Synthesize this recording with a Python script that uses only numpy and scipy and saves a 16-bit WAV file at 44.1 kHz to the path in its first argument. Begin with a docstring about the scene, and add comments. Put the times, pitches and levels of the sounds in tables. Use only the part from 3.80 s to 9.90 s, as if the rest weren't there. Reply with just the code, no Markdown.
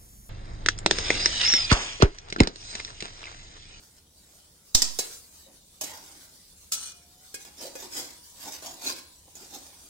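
"""A soft sizzle and faint scraping over a rumbling gas burner, then two hard knocks of steel on a wok.
A spatula sheds its thick spice paste, which flares up in the oil; the blade taps, wipes over the rim
and scrapes along the bowl in short strokes that sometimes shriek. Blows ring the thin steel, stick-slip
makes it grate, and paste adds dull pats. A faint whine climbs in the distance.
It is all close to a phone, and a small hard kitchen answers every blow."""
import sys
import numpy as np
from scipy import signal
from scipy.fft import rfft, irfft, next_fast_len
from scipy.io import wavfile
from scipy.ndimage import map_coordinates

SR = 44100
rng = np.random.default_rng(int(sys.argv[2]) if len(sys.argv) > 2 else 0)


def store_pcm(level_fs):
    """Save levels as 16-bit WAV."""
    pcm = np.round(np.clip(level_fs, -1, 1) * 32767).astype(np.int16)
    wavfile.write(sys.argv[1], SR, np.atleast_2d(pcm).T)


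N = 268921
T = np.arange(N) / SR

# tone curves of flame, frying oil, paste-damped bowl, scrape, tap and knock: freq_hz, gain_db
FLAME_EQ = [(15, -71), (25, 8), (43, -9), (58, 0), (80, 2.5), (108, -9.5), (174, -5.5), (231, -10),
            (505, -15), (547, -14.5), (977, -23.5), (1240, -43), (3000, -30), (3900, -77), (6600, -120)]
SIZZLE_EQ = [(1060, -8), (1800, -12.5), (2390, -10), (2550, -14), (2770, -10.5), (3740, -3.5), (4620, -3.5),
             (5060, -3), (8910, -1.5), (12700, -10), (15100, -7.5), (16000, -11)]
BODY_EQ = [(130, -8.5), (200, -9), (280, 3), (420, -3), (580, 1), (800, -0.5), (1070, -6), (1300, -17.5),
           (1700, -11.5)]
SCRAPE_EQ = [(900, -9), (1400, -5), (2000, -6.5), (3000, -4.5), (4000, -1), (5500, 1), (8400, -1.5),
             (9900, -7.5), (12500, -7), (16000, -11.5)]
TAP_EQ = [(600, -22), (1400, -13.5), (2200, -14), (3200, -6), (4100, -2.5), (6100, 3.5), (8500, -1),
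          (10500, -6), (13500, -6.5), (16000, -8.5)]
KNOCK_EQ = [(240, -16), (400, -17), (900, -18), (1400, -18.5), (2200, -20.5), (3200, -11), (3900, -10),
            (5200, 0.5), (8100, -6), (9300, -14), (11000, -23), (13500, -21.5), (14500, -16), (16000, -28)]
# fader ride of the frying, highest when shed paste meets hot steel: time_s, gain_db
SIZZLE_RIDE = [(0, -61), (.75, -62), (.92, -58.5), (1.25, -44), (1.45, -53), (1.75, -57.5), (3.4, -57),
               (4.5, -53.5), (5.45, -58.5), (5.85, -54.5)]
# stereo lean of the steel: freq_hz, left_minus_right_db
STEEL_LEAN = [(400, -1), (1000, -1.5), (2000, 2), (4000, -0.5), (8000, -3)]
# ringing modes of the wok: pitch_hz, gain_db
WOK_MODES = [(2692, -52), (2934, -56.5), (3338, -60), (4054, -43), (4630, -43), (4893, -72.5), (5066, -78),
             (5281, -65), (5448, -52), (5771, -62), (6024, -55), (6180, -47.5), (6487, -75), (6724, -85),
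             (6896, -65), (7111, -76.5), (7375, -47), (7564, -52.5), (8000, -41), (8479, -57)]
# ringing modes of the free blade: pitch_hz, gain_db, t60_s
SPATULA_MODES = [(1460, -1.5, .09), (1702, -7, 0.21), (1820, -5, 0.053), (2170, -5.5, 0.25),
                 (2474, -5.5, 0.36), (2754, -11, 0.62), (2893, -13, 0.059), (3345, -2.5, 0.26),
                 (4130, -6, 0.055)]
# resonances of the blade pressed on the rim: pitch_hz, width_hz, gain_db
RIM_RESONANCES = [(1340, 72, -9.5), (2440, 12, -11.5), (2950, 34, -5.5), (3370, 48, -7), (4070, 32, -0.5),
                  (4550, 58, -2.5), (5570, 150, -8), (5910, 147, 4), (6250, 210, 4), (7350, 320, 1),
                  (8500, 98, -3), (9550, 190, -3), (11100, 130, -10)]
# paste dropped or slapped on the bowl: start_s, level_db, contact_s, pitch_hz
PATS = [(1.1876, -40.5, 0.0033, 467), (1.664, -57.5, 0.019, 543), (1.714, -66, 0.017, 555),
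        (5.476, -61, .004, 797)]
# the edge sticking at the height of a hard push: peak_s, pitch_hz, drive_db
EDGE_SHRIEKS = [(3.8, 5500, -44.5), (4.172, 8750, -46), (5.072, 4120, -31)]
# strokes along the bowl: peak_s, rise_s, fall_s, steel_db, paste_db
SCRAPES = [(.005, .05, 0.22, -57, -68), (.175, 0.048, 0.044, -57.5, -72), (.55, 0.2, 0.27, -59, -77),
           (2.08, 0.057, 0.3, -45, -54), (2.37, 0.43, 0.29, -52, -62), (3.675, 0.035, 0.038, -52.5, -56),
           (3.828, .07, .155, -41.3, -46.5), (4.038, 0.095, 0.067, -41, -48),
           (4.176, 0.087, 0.17, -36.5, -47.5), (4.669, 0.13, 0.13, -42.5, -46.5),
           (4.745, 0.031, 0.1, -42.5, -53.5), (4.856, 0.061, 0.19, -43, -49.5),
           (5.074, 0.081, 0.1, -33, -44), (5.185, 0.051, 0.079, -44, -64), (5.623, 0.072, 0.13, -48, -55),
           (5.751, .065, 0.082, -43, -51), (5.88, 0.2, 0.52, -56.5, -64.5)]
# light touches of the blade; body, wok, blade and ping are sends relative to the force:
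# start_s, force_db, body_db, wok_db, blade_db, ping_hz, ping_db, rebound_s (0 for none)
TAPS = [(1.1874, -24, -8.5, -6, -15, 4010, -6, 0.0024), (2.0101, -27.5, -3, -6, -16, 626, -11.5, 0.024),
        (2.9201, -23.5, -15.5, -11, -25, 1328, -19.5, 0.012), (3.5417, -33, -6, -6, -9, 1630, -13, 0),
        (3.6488, -46.5, 4.5, -3, -4, 5300, -9, 0), (3.9532, -40, 7, -10, -2.5, 524, 0, 0),
        (4.7209, -39, -17, -5, -11.5, 6300, -24, 0), (4.8235, -45.5, 6.5, -18, -6, 4125, -7, 0.0033),
        (5.0954, -42.5, 0, -10, -16, 1056, 1.5, 0.00054), (5.552, -44, -2.5, -15.5, -16, 6900, -6, 0.013)]
# hard blows, wok and ping again as sends: start_s, force_db, contact_s, wok_db, ping_hz, ping_db
BLOWS = [(0.9474, -11.5, 0.003, -10, 3855, -13), (1.019, -15.5, 0.0028, -14, 1910, -22)]


def undb(db):
    """Decibels to gain."""
    return 10 ** (np.asarray(db) / 20)


def unit(x):
    """Scale to rms 1."""
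    return x / np.sqrt(np.mean(x ** 2))


def unit_energy(x):
    """Scale a response so that it passes white noise at the same level."""
    return x / np.sqrt(np.mean(np.sum(x ** 2, axis=-1)))


def through(x, response):
    """Play a signal through a response."""
    return signal.fftconvolve(np.atleast_2d(x), np.atleast_2d(response), axes=-1)[:, :N]


def eq(points, size=4096):
    """Minimum-phase response of a tone curve, rolled off past its ends."""
    hz, db = np.transpose(points)
    f = np.maximum(np.fft.rfftfreq(size, 1 / SR), 1)
    skirt = np.minimum(1, f / hz[0]) ** 2 * np.minimum(1, hz[-1] / f) ** 2
    magnitude = undb(np.interp(np.log(f), np.log(hz), db)) * skirt
    cepstrum = irfft(np.log(magnitude + 1e-5))
    cepstrum[1:size // 2] *= 2
    cepstrum[size // 2 + 1:] = 0
    return unit_energy(irfft(np.exp(rfft(cepstrum))))


def wash(t60_s):
    """A tail of countless dying modes and reflections, different left and right."""
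    return unit_energy(rng.standard_normal((2, SR)) * np.exp(-np.log(1000) * T[:SR] / t60_s))


def ring(hz, db, t60_s, split=0.0026):
    """Modes as close pairs that beat, with their own phase on each side."""
    t, out = T[:SR], 0
    for f, gain, life in zip(hz, undb(db), np.broadcast_to(t60_s, len(hz))):
        phase = rng.uniform(0, 2 * np.pi, (2, 2, 1))
        twin_hz = f * (1 + split * rng.standard_normal())
        pair = np.sin(2 * np.pi * f * t + phase[0]) + .5 * np.sin(2 * np.pi * twin_hz * t + phase[1])
        out = out + gain * pair * np.exp(-np.log(1000) * t / life)
    return unit_energy(out)


def ping(start, length, hz, t60_s):
    """One damped mode that builds during the contact, with the energy of 10 ms at rms 1."""
    t = T[:SR // 4]
    tone = np.sin(2 * np.pi * hz * t + rng.uniform(0, 2.7, (2, 1)))
    envelope = (1 - np.exp(-t / length)) * np.exp(-np.log(1000) * t / t60_s)
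    note = unit_energy(tone * envelope) * np.sqrt(SR / 100)
    return np.pad(note, ((0, 0), (int(start * SR), N)))[:, :N]


def contact(start, length):
    """The chatter of a blow: tiny impacts that swell and die, with the energy of 10 ms at rms 1."""
    age = np.clip((T - start) / length, 0, 40)
    return unit_energy(rng.choice([-1, 1], (2, N)) * age * np.exp(-age)) * np.sqrt(SR / 100)


def drift(rate_hz):
    """Smooth random modulation with a spread near 1."""
    knots = np.arange(0, T[-1] + 1, 1 / rate_hz)
    return 1.2 * np.interp(T, knots, rng.standard_normal(len(knots)))


def grains(per_s, spread_db):
    """Random clicks; a positive spread makes a few stand out, a negative one sinks a few."""
    size = undb(spread_db * np.minimum(rng.exponential(size=N), 5))
    return unit((rng.random(N) < per_s / SR) * size * rng.choice([-1, 1], N))


def wide_grains(per_s, spread_db, shared_db):
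    """The whole bowl radiates, so left and right share only part of their clicks."""
    shared, left, right = (grains(per_s, spread_db) for _ in range(3))
    return (undb(shared_db) * shared + np.array([left, right])) / np.hypot(1, undb(shared_db))


def held(start_s, end_s, attack_s, release_s):
    """Attack, hold until the end, release."""
    return np.clip((T - start_s) / attack_s, 0, 1) * np.clip(1 - (T - end_s) / release_s, 0, 1)


def push(peak_s, rise_s, fall_s, swell_db=21):
    """The effort of one stroke: it swells to its peak and eases off."""
    before = np.maximum(peak_s - T, 0) / rise_s
    after = np.maximum(T - peak_s, 0) / fall_s
    return undb(-swell_db * np.minimum(before ** 1.52 + after ** 1.17, 10))


def travel(x, rate_hz, span_hz, depth_db, size=512):
    """The contact point moves, so different resonances of the thin steel swell and fade."""
    f, t, bands = signal.stft(x, SR, nperseg=size)
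    field = rng.standard_normal((400, 400))
    place = np.meshgrid(f / span_hz, t * rate_hz, indexing="ij")
    gain = unit(undb(depth_db * map_coordinates(field, place, order=1, mode="wrap")))
    return signal.istft(bands * gain, SR, nperseg=size)[1][:, :N]


def panned(x):
    """Lean the upper mids to the left, the bass and treble to the right."""
    hz, db = np.transpose(STEEL_LEAN)
    size = next_fast_len(N + SR // 4)
    f = np.maximum(np.fft.rfftfreq(size, 1 / SR), 1)
    lean_db = np.interp(np.log(f), np.log(hz), db)
    return irfft(rfft(x, size) * undb(np.array([lean_db, -lean_db]) / 2), size)[:, :N]


def kitchen(x):
    """Hard walls return the mids more strongly than the treble."""
    dull = signal.sosfilt(signal.butter(1, 2500, fs=SR, output="sos"), x)
    return undb(-3.5) * through(dull, wash(t60_s=0.52))


def whine(low_hz=659, high_hz=984, midway_s=3.7, climb_s=0.26):
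    """A thin distant tone that climbs, wavers and flutters."""
    climb = 1 / (1 + np.exp((midway_s - T) / climb_s))
    pitch_hz = (low_hz + (high_hz - low_hz) * climb) * (1 + 0.0124 * drift(rate_hz=90))
    flutter = undb(3 * drift(rate_hz=45))
    level = undb(-71.5) * flutter * held(start_s=2.92, end_s=5, attack_s=0.25, release_s=0.8)
    return np.sqrt(2) * np.sin(2 * np.pi * np.cumsum(pitch_hz) / SR) * level


def burner(level_db=-63.5):
    """The gas flame lays down a low, nearly mono rumble."""
    air = rng.standard_normal(N) + undb(-13.5) * rng.standard_normal((2, N))
    flicker = undb(0.52 * drift(rate_hz=19))
    return undb(level_db) * unit(through(air, eq(FLAME_EQ)) * flicker)


def sizzle():
    """Tiny steam bubbles burst in the oil: fine pops on a shimmering hiss."""
    pops = np.array([grains(per_s=5000, spread_db=-1.5) for _ in range(2)])
    hiss = undb(-3.5) * rng.standard_normal((2, N))
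    ride_db = np.interp(T, *np.transpose(SIZZLE_RIDE)) + 1.6 * drift(rate_hz=24)
    frying = through(unit(pops + hiss) * undb(ride_db), eq(SIZZLE_EQ))
    return undb(2.5) * travel(frying, rate_hz=18, span_hz=152, depth_db=5.5)


def paste_pats():
    """Soft paste meets the bowl with a dull pat and a short low note."""
    force = sum(undb(db) * contact(start, length)[0] for start, db, length, _ in PATS)
    notes = sum(undb(db) * ping(start, length, hz, t60_s=0.032) for start, db, length, hz in PATS)
    return undb(2) * through(force, eq(BODY_EQ)) + undb(1) * notes


def rim_wipe(start_s=2.914, end_s=3.09, bite_s=0.03):
    """The blade bites, sticks and slips over the rim, and the slips ring its damped resonances."""
    hz, width, db = np.transpose(RIM_RESONANCES)
    blade = ring(hz, db + 10 * np.log10(width), t60_s=np.log(1000) / (np.pi * width))
    bite_db = 6.5 * np.exp(-np.maximum(T - start_s, 0) / bite_s)
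    pressure = undb(-40 + bite_db) * held(start_s, end_s, attack_s=0.01, release_s=0.046)
    slips = wide_grains(per_s=1100, spread_db=-3, shared_db=2) * pressure
    slips *= undb(2 * drift(rate_hz=130))
    wipe = undb(0.5) * through(slips, blade) + undb(-7) * through(slips, eq(TAP_EQ))
    return travel(wipe, rate_hz=20, span_hz=120.1, depth_db=3.5)


def shrieks():
    """Quick slips of the edge drive one damped resonance of the bowl."""
    out = 0
    for peak, hz, db in EDGE_SHRIEKS:
        slips = grains(per_s=2200, spread_db=-2) * undb(db) * push(peak, rise_s=0.027, fall_s=0.038)
        out = out + through(slips, ring([hz], [0], t60_s=0.019))
    return out


def scrapes(wok, paste_lag_s=0.0053, paste_time_share=0.94):
    """The edge grates over steel and catches on spice grit while the paste drags dully just behind."""
    steel_power, paste_power = np.zeros((2, N))
    for peak, rise, fall, steel_db, paste_db in SCRAPES:
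        paste_push = push(peak + paste_lag_s, paste_time_share * rise, paste_time_share * fall)
        steel_power += (undb(steel_db) * push(peak, rise, fall)) ** 2
        paste_power += (undb(paste_db) * paste_push) ** 2
    catch = undb(0.93 * drift(rate_hz=110))
    pressure, load = catch * np.sqrt(steel_power), catch * np.sqrt(paste_power)
    rasp = wide_grains(per_s=2400, spread_db=2, shared_db=-8) * pressure
    grit = grains(per_s=150, spread_db=2) * pressure
    drag = wide_grains(per_s=1100, spread_db=0.5, shared_db=22) * load
    crunch = undb(-1.5) * through(grit, wash(t60_s=0.045))
    grating = through(undb(-1.14) * rasp + crunch, eq(SCRAPE_EQ))
    # under a hard push the edge bites through the oil and the bare steel sings
    bite = rasp * np.clip(pressure / undb(-34), 0, 1) ** .5
    singing = undb(-1.5) * through(through(bite, wash(t60_s=0.056)), eq(KNOCK_EQ))
    ringing = undb(-9.5) * through(bite, wok)
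    body = undb(1.2) * through(drag, eq(BODY_EQ))
    return travel(grating + singing + body, rate_hz=16, span_hz=110.2, depth_db=7) + ringing


def taps(wok, contact_s=0.0015, rebound_db=-3.5):
    """Light blows layer a click, a paste-damped thud, a ping and the ring of wok and blade."""
    click, thud, on_wok, on_blade, pings = np.zeros((5, 2, N))
    for start, db, body_db, wok_db, blade_db, ping_hz, ping_db, rebound_s in TAPS:
        force = undb(db) * contact(start, contact_s)
        if rebound_s:  # a loosely held blade lands twice
            force += undb(db + rebound_db) * contact(start + rebound_s, 2 * contact_s)
        click += force
        thud += undb(body_db) * force[0]
        on_wok += undb(wok_db) * force
        on_blade += undb(blade_db) * force
        pings += undb(db + ping_db) * ping(start, contact_s, ping_hz, t60_s=0.085)
    click = through(undb(-7.5) * click + undb(0.5) * through(click, wash(t60_s=0.095)), eq(TAP_EQ))
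    body = through(undb(-10.5) * thud + undb(-12.5) * through(thud, wash(t60_s=0.2)), eq(BODY_EQ))
    blade = ring(*np.transpose(SPATULA_MODES), split=0.0096)
    ringing = undb(-5) * through(on_wok, wok) + through(on_blade, blade)
    return travel(click + body, rate_hz=6.15, span_hz=128.1, depth_db=3) + ringing + pings


def jolt(start_s=0.95, attack_s=0.0007, fast_s=0.038, slow_s=0.054, left_db=-24):
    """The first knock jolts the phone: a step of pressure that creeps back, mostly on the right."""
    age = np.maximum(T - start_s, 0)
    onset = 1 - np.exp(-age / attack_s)
    step = np.exp(-age / fast_s) - fast_s / slow_s * np.exp(-age / slow_s)
    return -undb(-0.5) * onset * step * undb([[left_db], [0]])


def knocks(wok):
    """Hard blows of the spatula: a bright crash of crowded modes, then the wok rings on."""
    hits, on_wok, pings = np.zeros((3, 2, N))
    for start, db, length, wok_db, ping_hz, ping_db in BLOWS:
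        force = undb(db) * contact(start, length)
        hits += force
        on_wok += undb(wok_db) * force
        pings += undb(db + ping_db) * ping(start, length, ping_hz, t60_s=0.018)
    crash = through(hits + undb(-5.5) * through(hits, wash(t60_s=0.25)), eq(KNOCK_EQ))
    return travel(crash, rate_hz=4.1, span_hz=121.2, depth_db=2) + through(on_wok, wok) + pings


def scene():
    """The mix: steel up front and a little to the right, in a small kitchen, over sizzle and flame."""
    wok = ring(*np.transpose(WOK_MODES), t60_s=0.21)
    steel = panned(knocks(wok) + taps(wok) + rim_wipe() + scrapes(wok) + shrieks() + paste_pats())
    return steel + kitchen(steel) + sizzle() + burner() + whine() + jolt()


def record(dry, ceiling=1.2, top_hz=15850):
    """The phone rounds the very highest peaks and cuts the top."""
    rounded = np.tanh(dry / ceiling) * ceiling
    return signal.sosfilt(signal.ellip(10, .2, 80, top_hz, fs=SR, output="sos"), rounded)


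dry = scene()
out = record(dry)
store_pcm(out)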